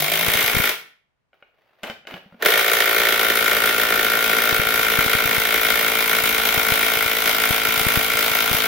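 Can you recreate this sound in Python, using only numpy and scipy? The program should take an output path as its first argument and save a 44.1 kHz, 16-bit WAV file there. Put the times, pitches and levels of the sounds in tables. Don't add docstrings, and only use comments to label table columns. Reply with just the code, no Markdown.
import sys
import numpy as np
from scipy import signal
from scipy.fft import rfft, irfft, next_fast_len
from scipy.io import wavfile

SR = 44100
rng = np.random.default_rng(int(sys.argv[2]) if len(sys.argv) > 2 else 0)


def dump(signal):
    limited = np.clip(np.atleast_2d(signal).T, -1, 1)
    pcm = np.round(limited * 32767).astype(np.int16)
    wavfile.write(sys.argv[1], SR, pcm)


N = 382347
TIME = np.arange(N) / SR

# frequency in Hz, density in dB per Hz.
AIR_COLOUR = [(15, -26.5), (25, 2), (142, 5), (196, 0), (326, -5), (573, -3), (2240, -10), (5010, -22.5),
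              (15000, -36.5)]
# frequency in Hz, t60 in seconds, level in dB.
GARAGE_DECAY = [(150, .45, -10), (500, .42, -11), (1400, .42, -7.5), (2500, .42, -3.5), (7000, .34, -3),
                (15000, .27, -3)]
# time in seconds, peak in dB.
LOUD_POPS = [(0.282, -20.5), (0.354, -25), (0.547, -25), (0.567, -17), (0.6, -19.5), (4.526, -23),
             (4.596, -20.5), (4.988, -18), (5.062, -23), (5.151, -20.5), (5.256, -22.5), (5.381, -23),
             (6.576, -21.5), (6.72, -19.5), (7.507, -17.5), (7.811, -26), (7.866, -16.5), (7.973, -15),
             (8.513, -21), (8.546, -23)]
# frequency in Hz, density in dB per Hz.
SLIDE_COLOUR = [(60, -13), (130, -9), (250, 2), (620, 15), (1000, 5.5), (1500, 7.5), (2800, 2.5),
                (4500, -8.5), (8000, -27), (15000, -14)]
# start and end in seconds, starting level in dB, swell in dB.
RUBS = [(1.333, 1.57, -65.5, -7), (1.577, 1.832, -67, 6), (1.835, 1.92, -33, -5), (2.073, 2.167, -38.5, -1),
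        (2.215, 2.39, -58, -4), (2.394, 2.43, -51, 30)]
# time in seconds, level in dB, low-pass edge in Hz, thud share in dB.
KNOCKS = [(1.331, -43, 2240, -22), (1.425, -36, 2480, -28), (1.833, -22, 9300, -3),
          (1.838, -22.5, 6000, -1), (1.872, -34, 7000, 0), (1.899, -20, 5030, -3.5),
          (2.052, -38, 2500, -21), (2.071, -28.5, 7100, -26), (2.121, -36, 3970, 9), (2.14, -26, 4500, 4),
          (2.261, -44, 1200, 12), (2.324, -37, 1200, 6.5), (2.343, -37, 1180, 7)]
# frequency in Hz, level in dB, t60 in seconds.
KNOCK_MODES = [(560, 0, 0.04), (650, -7, 0.053), (790, -2, 0.056), (1470, 4.5, 0.048), (1580, -7, .03),
               (1880, -7, 0.026), (2150, 1, 0.034), (2450, 5, 0.03), (2900, 4.5, 0.044), (3170, 3, 0.023),
               (3680, 1, 0.019), (11200, 6, .012), (13300, 5, .012), (14500, -6, .012)]
# start and end in seconds, blows per second short of full speed at first,
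# socket off its seat at first (0-1), nut loose at first (0-1).
TRIGGER_RUNS = [(0.001, 0.695, 8.1, 1, 0), (2.485, 8.66, 0, 0, 1)]
# time in seconds, strength in dB.
STRAY_BLOWS = [(0.715, -12), (2.424, -4), (2.449, -3), (2.459, 6)]
# time in seconds (the nearest blow is used), strength in dB.
HARD_BLOWS = [(.408, 1.5), (4.242, 2), (5.314, 1.5), (5.846, 1), (6.346, 2), (6.382, 3), (8.639, 1)]
COUPLING = {"clash": (-4, 3, 2, 0.28), "case": (-6, -2.5, -1, 0.15), "strut": (-3.5, -17, 2.5, -1.2),
            "strut overtones": (-6.5, -7, 3.5, 0), "socket": (-1.25, -17.5, -1.5, -.5),
            "nut": (-2, -8, 4, -1.77), "spring": (-6, -6.5, -12, -0.3)}
# frequency in Hz, density in dB per Hz, left minus right in dB,
# t60 in seconds.
CLASH = [(145, -12, 34.5, 0.022), (400, 2.5, 12, 0.038), (940, -8, 10, 0.27), (2000, -3, -7, 0.21),
         (3530, 7, -0.5, 0.064), (4680, 5.5, -3, 0.034), (6830, 6, 4.5, 0.019), (8500, -5, -2.5, 0.015),
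         (9340, 5, 18.5, 0.012), (11600, 5.5, 4, 0.032), (12700, 16, 6, 0.012), (15400, 9.5, 2.5, .03),
         (17200, -14, 3.5, .03)]
# frequency in Hz, width of one resonator in Hz, level in dB,
# left minus right in dB. The last row of the hammer case is its broad top resonance.
HAMMER_CASE = [(1930, 230, -15, -19), (2182, 122, -4.5, 8.5), (2385, 130, -11.5, -10),
               (3180, 1000, -17.5, 22.5)]
STRUT = [(443, 84, -4.5, -1.5), (673, 164, -10, -2), (725, 133, -10.5, -8), (1222, 400, -15.5, -24.5)]
SOCKET = [(1383, 163, -4, 5.5), (1539, 96, -14, 4.7)]
NUT = [(378, 130, -15.5, 2), (606.6, 33, -13, -8), (1815, 216, -8.5, -10.5), (3160, 1600, -10.5, -3)]
SPRING = [(56.6, 21, -27.5, 0.5), (172.5, 21, -22, 1), (216.2, 30, -19, -1), (277.4, 22, -16.5, 0)]
CHATTER = [(155, 38, -15.5, -4), (700, 150, -12, -6.5)]
# time in seconds, level in dB.
CASE_SWELL = [(.25, 0), (.45, 1), (2.6, 3), (4, -2), (5.3, 1.5), (6.4, 0.5), (8.66, -1.5)]

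BLOWS_PER_S, SPIN_UP_S, SAG_HZ_PER_S = 56.48, .11, .131
SEAT_S, TAKE_UP_S = .5, .6
STEADY_PLAY_S = .00004
FORCE_DB = -20.5
FAINT_POP_SHARE, FAINT_POP_DB = .04, -29.5
RUB_ATTACK_S, RUB_RELEASE_S = 0.0032, 0.014


def from_db(db):
    return 10 ** (np.asarray(db) / 20)


def rms_one(x):
    return x / np.sqrt(np.mean(x ** 2) + 1e-20)


def in_time(rows):
    s, *columns = np.transpose(rows)
    return [np.interp(TIME, s, c) for c in columns]


def at_hz(rows, hz):
    f, *columns = np.transpose(rows)
    return [np.interp(np.log(hz + 1e-9), np.log(f), c) for c in columns]


def pan(db):
    return from_db(np.array([[db], [-db]]) / 2)


def filtered(x, hz, kind, order=2):
    sos = signal.butter(order, np.clip(hz, 10, .48 * SR), kind, fs=SR, output="sos")
    return signal.sosfilt(sos, x + 1e-18)


def clicks(times, sizes):
    return np.bincount(np.clip(np.round(times * SR).astype(int), 0, N - 1), sizes, N)


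def resonate(x, hz, width_hz):
    r = np.exp(-np.pi * width_hz / SR)
    feed = np.array([1, 0, -1]) * (1 - r * r) / 2
    return signal.lfilter(feed, [1, -2 * r * np.cos(2 * np.pi * hz / SR), r * r], x + 1e-18)


def ring(x, hz, t60):
    r = from_db(-60 / (t60 * SR))
    w = 2 * np.pi * hz / SR
    return signal.lfilter([0, np.sin(w)], [1, -2 * r * np.cos(w), r * r], x + 1e-18)


def fade(x, t60):
    return signal.lfilter([1], [1, -from_db(-60 / (t60 * SR))], x + 1e-18)


def coloured(x, spectrum):
    size = next_fast_len(N)
    gain = from_db(at_hz(spectrum, np.arange(size // 2 + 1) * SR / size)[0])
    return rms_one(irfft(rfft(x, size) * gain, size)[:, :N])


def progress():
    start, end, _, unseated, loose = np.transpose(TRIGGER_RUNS)
    run = np.searchsorted((end[:-1] + start[1:]) / 2, TIME)
    age = np.maximum(TIME - start[run], 0)
    return age, unseated[run] * np.exp(-age / SEAT_S), loose[run] * np.exp(-(age / TAKE_UP_S) ** 2)


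def coupling(part):
    age, unseated, loose = progress()
    db, unseated_db, loose_db, db_per_s = COUPLING[part]
    return from_db(db + unseated_db * unseated + loose_db * loose + db_per_s * age)


def still_air(level_db=-76):
    return from_db(level_db) * coloured(rng.standard_normal((2, N)), AIR_COLOUR)


def garage(x, first_echo_s=0.0054, alike_below_hz=900):
    t = TIME[:SR // 2]
    response, edges = 0, np.geomspace(60, 20000, 11)
    for band in zip(edges, edges[1:]):
        hz = np.sqrt(band[0] * band[1])
        alike = 1 / (1 + (hz / alike_below_hz) ** 2)
        noise = rng.standard_normal((3, len(t)))
        tail = (np.sqrt(alike) * noise[2] + np.sqrt(1 - alike) * noise[:2]) * (t > first_echo_s)
        t60, wet_db = at_hz(GARAGE_DECAY, hz)
        tail = rms_one(tail * from_db(-60 * t / t60)) / np.sqrt(len(t))
        response = response + from_db(wet_db) * filtered(tail, band, "band")
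    return x + signal.oaconvolve(x, response, axes=1)[:, :N]


def flutter(level_db=-50, top_hz=75, side_db=4):
    running = sum((TIME > start) & (TIME < end) for start, end, *_ in TRIGGER_RUNS)
    shake = rng.standard_normal((2, N)) * running * coupling("spring")
    rumble = filtered(filtered(shake, top_hz, "low"), 25, "high")
    return from_db(level_db) * pan(side_db) * rms_one(rumble)


def pops(blow_times, level_db=10, pulse_hz=170, leak_hz=55, right_db=-32):
    s, db = np.transpose(LOUD_POPS)
    faint = (rng.random(len(blow_times)) < FAINT_POP_SHARE) * from_db(FAINT_POP_DB)
    train = clicks(s, from_db(db)) + clicks(blow_times, faint) * (1 - progress()[2])
    pulse = filtered(signal.unit_impulse(SR // 10), pulse_hz, "low")
    pulse = filtered(pulse, leak_hz, "high", order=1)
    popping = signal.oaconvolve(train, -pulse / pulse.max())[:N]
    return from_db(level_db) * popping * from_db([[0], [right_db]])


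def slide(grain_db=4, catch_db=3, catches_per_s=220):
    grit = rng.standard_normal((2, N)) * from_db(grain_db * rng.standard_normal(N))
    catches = from_db(catch_db * rng.standard_normal(N)[(TIME * catches_per_s).astype(int)])
    level = 0
    for start, end, db, swell_db in RUBS:
        before, after = np.maximum(start - TIME, 0), np.maximum(TIME - end, 0)
        edges = np.exp(-before / RUB_ATTACK_S - after / RUB_RELEASE_S)
        level = level + edges * from_db(db + np.interp(TIME, [start, end], [0, swell_db]))
    return level * coloured(catches * (grit + grit[::-1] / 2), SLIDE_COLOUR)


def knock_ring(strike, detune):
    steel = 0
    for hz, mode_db, t60 in KNOCK_MODES:
        size = from_db(mode_db + rng.uniform(-1.3, 5.2)) * rng.choice([-1, 1])
        steel = steel + size * ring(strike, hz * (1 + detune * rng.standard_normal()), t60)
    return steel


def knocks(ring_db=-15, crack_db=-6, crack_t60=0.018, thud_db=-12, thud_hz=240, thud_t60=0.11, detune=0.031):
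    s, db, bright_hz, heavy_db = np.transpose(KNOCKS)
    out = np.zeros((2, N))
    strike = signal.unit_impulse(SR // 3)
    for at, level_db, top_hz, weight_db in zip((s * SR).astype(int), db, bright_hz, heavy_db):
        steel = knock_ring(strike, detune)
        crack = fade(strike, crack_t60) * rng.standard_normal((2, len(strike)))
        knock = filtered(from_db(ring_db) * steel + from_db(crack_db) * crack, top_hz, "low", order=3)
        thud = ring(strike, thud_hz * np.exp(rng.normal(0, 0.12)), thud_t60)
        knock += from_db(thud_db + weight_db) * thud
        out[:, at:at + len(strike)] += from_db(level_db) * knock
    return out


def blows(jitter_s=STEADY_PLAY_S, uneven_db=1.45):
    steady = []
    for start, end, short, _, _ in TRIGGER_RUNS:
        age = TIME[TIME < end - start]
        rate = BLOWS_PER_S - short * np.exp(-age / SPIN_UP_S) - SAG_HZ_PER_S * age
        struck = np.cumsum(rate) / SR
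        steady = np.r_[steady, start + np.interp(np.arange(struck[-1]), struck, age)]
    steady = steady + jitter_s * rng.standard_normal(len(steady))
    level_db = rng.normal(0, uneven_db, len(steady))
    for s, hard_db in HARD_BLOWS:
        level_db[np.abs(steady - s).argmin()] = hard_db
    stray_s, stray_db = np.transpose(STRAY_BLOWS)
    return np.r_[steady, stray_s], from_db(np.r_[level_db, stray_db])


def rebound(times, sizes, delay_s, scatter_s, size_db):
    late, hard = rng.standard_normal((2, len(times)))
    return clicks(times + np.abs(delay_s + scatter_s * late), sizes * from_db(size_db + 3.9 * hard))


def clash(times, sizes, crack_db=13, grain_db=6.0, alike_below_hz=3500):
    hits = clicks(times, sizes)
    hits = hits + rebound(times, sizes, 0.0029, 0.000067, -11.0)
    hits = hits + rebound(times, sizes, 0.0013, 0.00024, -29.5)
    grains = rng.standard_normal((2, 3, N)) * from_db(grain_db * rng.standard_normal(N))
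    out = np.zeros((2, N))
    edges = np.r_[np.geomspace(100, 3000, 7), np.linspace(4000, 17000, 12)]
    for k, band in enumerate(zip(edges, edges[1:])):
        hz = np.sqrt(band[0] * band[1])
        db, side_db, t60 = at_hz(CLASH, hz)
        alike = 1 / (1 + (hz / alike_below_hz) ** 2)
        noise = np.sqrt(alike) * grains[k % 2, 2] + np.sqrt(1 - alike) * grains[k % 2, :2]
        struck = noise * fade(hits, t60) + from_db(crack_db) * hits
        out += from_db(db) * pan(side_db) * filtered(struck, band, "band")
    return rms_one(out)


def body(modes, times, sizes, uneven_db, play_s, lag_s=0):
    out, shared = np.zeros((2, N)), rng.random(len(times))
    for k, (hz, width_hz, db, side_db) in enumerate(modes):
        hard = 2 * (rng.random(len(times)) - shared)
        scattered = times + lag_s + play_s * rng.standard_normal(len(times))
        hits = clicks(scattered, sizes * from_db(uneven_db * hard))
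        mode = rms_one(resonate(resonate(hits, hz, width_hz), hz, width_hz))
        out += (-1) ** k * from_db(db) * pan(side_db) * mode
    return out


def wrench(times, sizes, chatter_power=1.9, bite_db=1.5):
    tool = coupling("clash") * clash(times, sizes)
    bites = sizes * from_db(bite_db * rng.standard_normal(len(times)))
    case = body(HAMMER_CASE[:-1], times, bites, uneven_db=1.5, play_s=0.00012, lag_s=.003)
    tool += coupling("case") * from_db(in_time(CASE_SWELL)[0]) * case
    case_top = body(HAMMER_CASE[-1:], times, sizes, uneven_db=3.0, play_s=0.000098, lag_s=.003)
    tool += coupling("clash") * case_top
    strut_low = body(STRUT[:1], times, sizes, uneven_db=1.6, play_s=STEADY_PLAY_S, lag_s=.0015)
    tool += coupling("strut") * strut_low
    strut_upper = body(STRUT[1:], times, sizes, uneven_db=2.24, play_s=STEADY_PLAY_S, lag_s=.0015)
    tool -= coupling("strut overtones") * strut_upper
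    socket = body(SOCKET, times, bites, uneven_db=1.3, play_s=STEADY_PLAY_S, lag_s=.001)
    tool += coupling("socket") * socket
    tool += coupling("nut") * body(NUT, times, sizes, uneven_db=4.5, play_s=0.00013)
    tool += coupling("spring") * body(SPRING, times, sizes, uneven_db=4.0, play_s=0.00013)
    chatter = body(CHATTER, times, sizes, uneven_db=4.5, play_s=0.00006)
    tool += progress()[1] ** chatter_power * chatter
    return from_db(FORCE_DB) * tool


def scene():
    air = still_air()
    times, sizes = blows()
    in_room = garage(wrench(times, sizes) + knocks() + slide())
    return in_room + pops(times) + flutter() + air


def record(dry, ceiling=.8, cutoff_hz=15850):
    rounded = ceiling * np.tanh(dry / ceiling)
    steep = signal.ellip(12, .2, 80, cutoff_hz, fs=SR, output="sos")
    return signal.sosfilt(steep, rounded)


dry = scene()
out = record(dry)
dump(out)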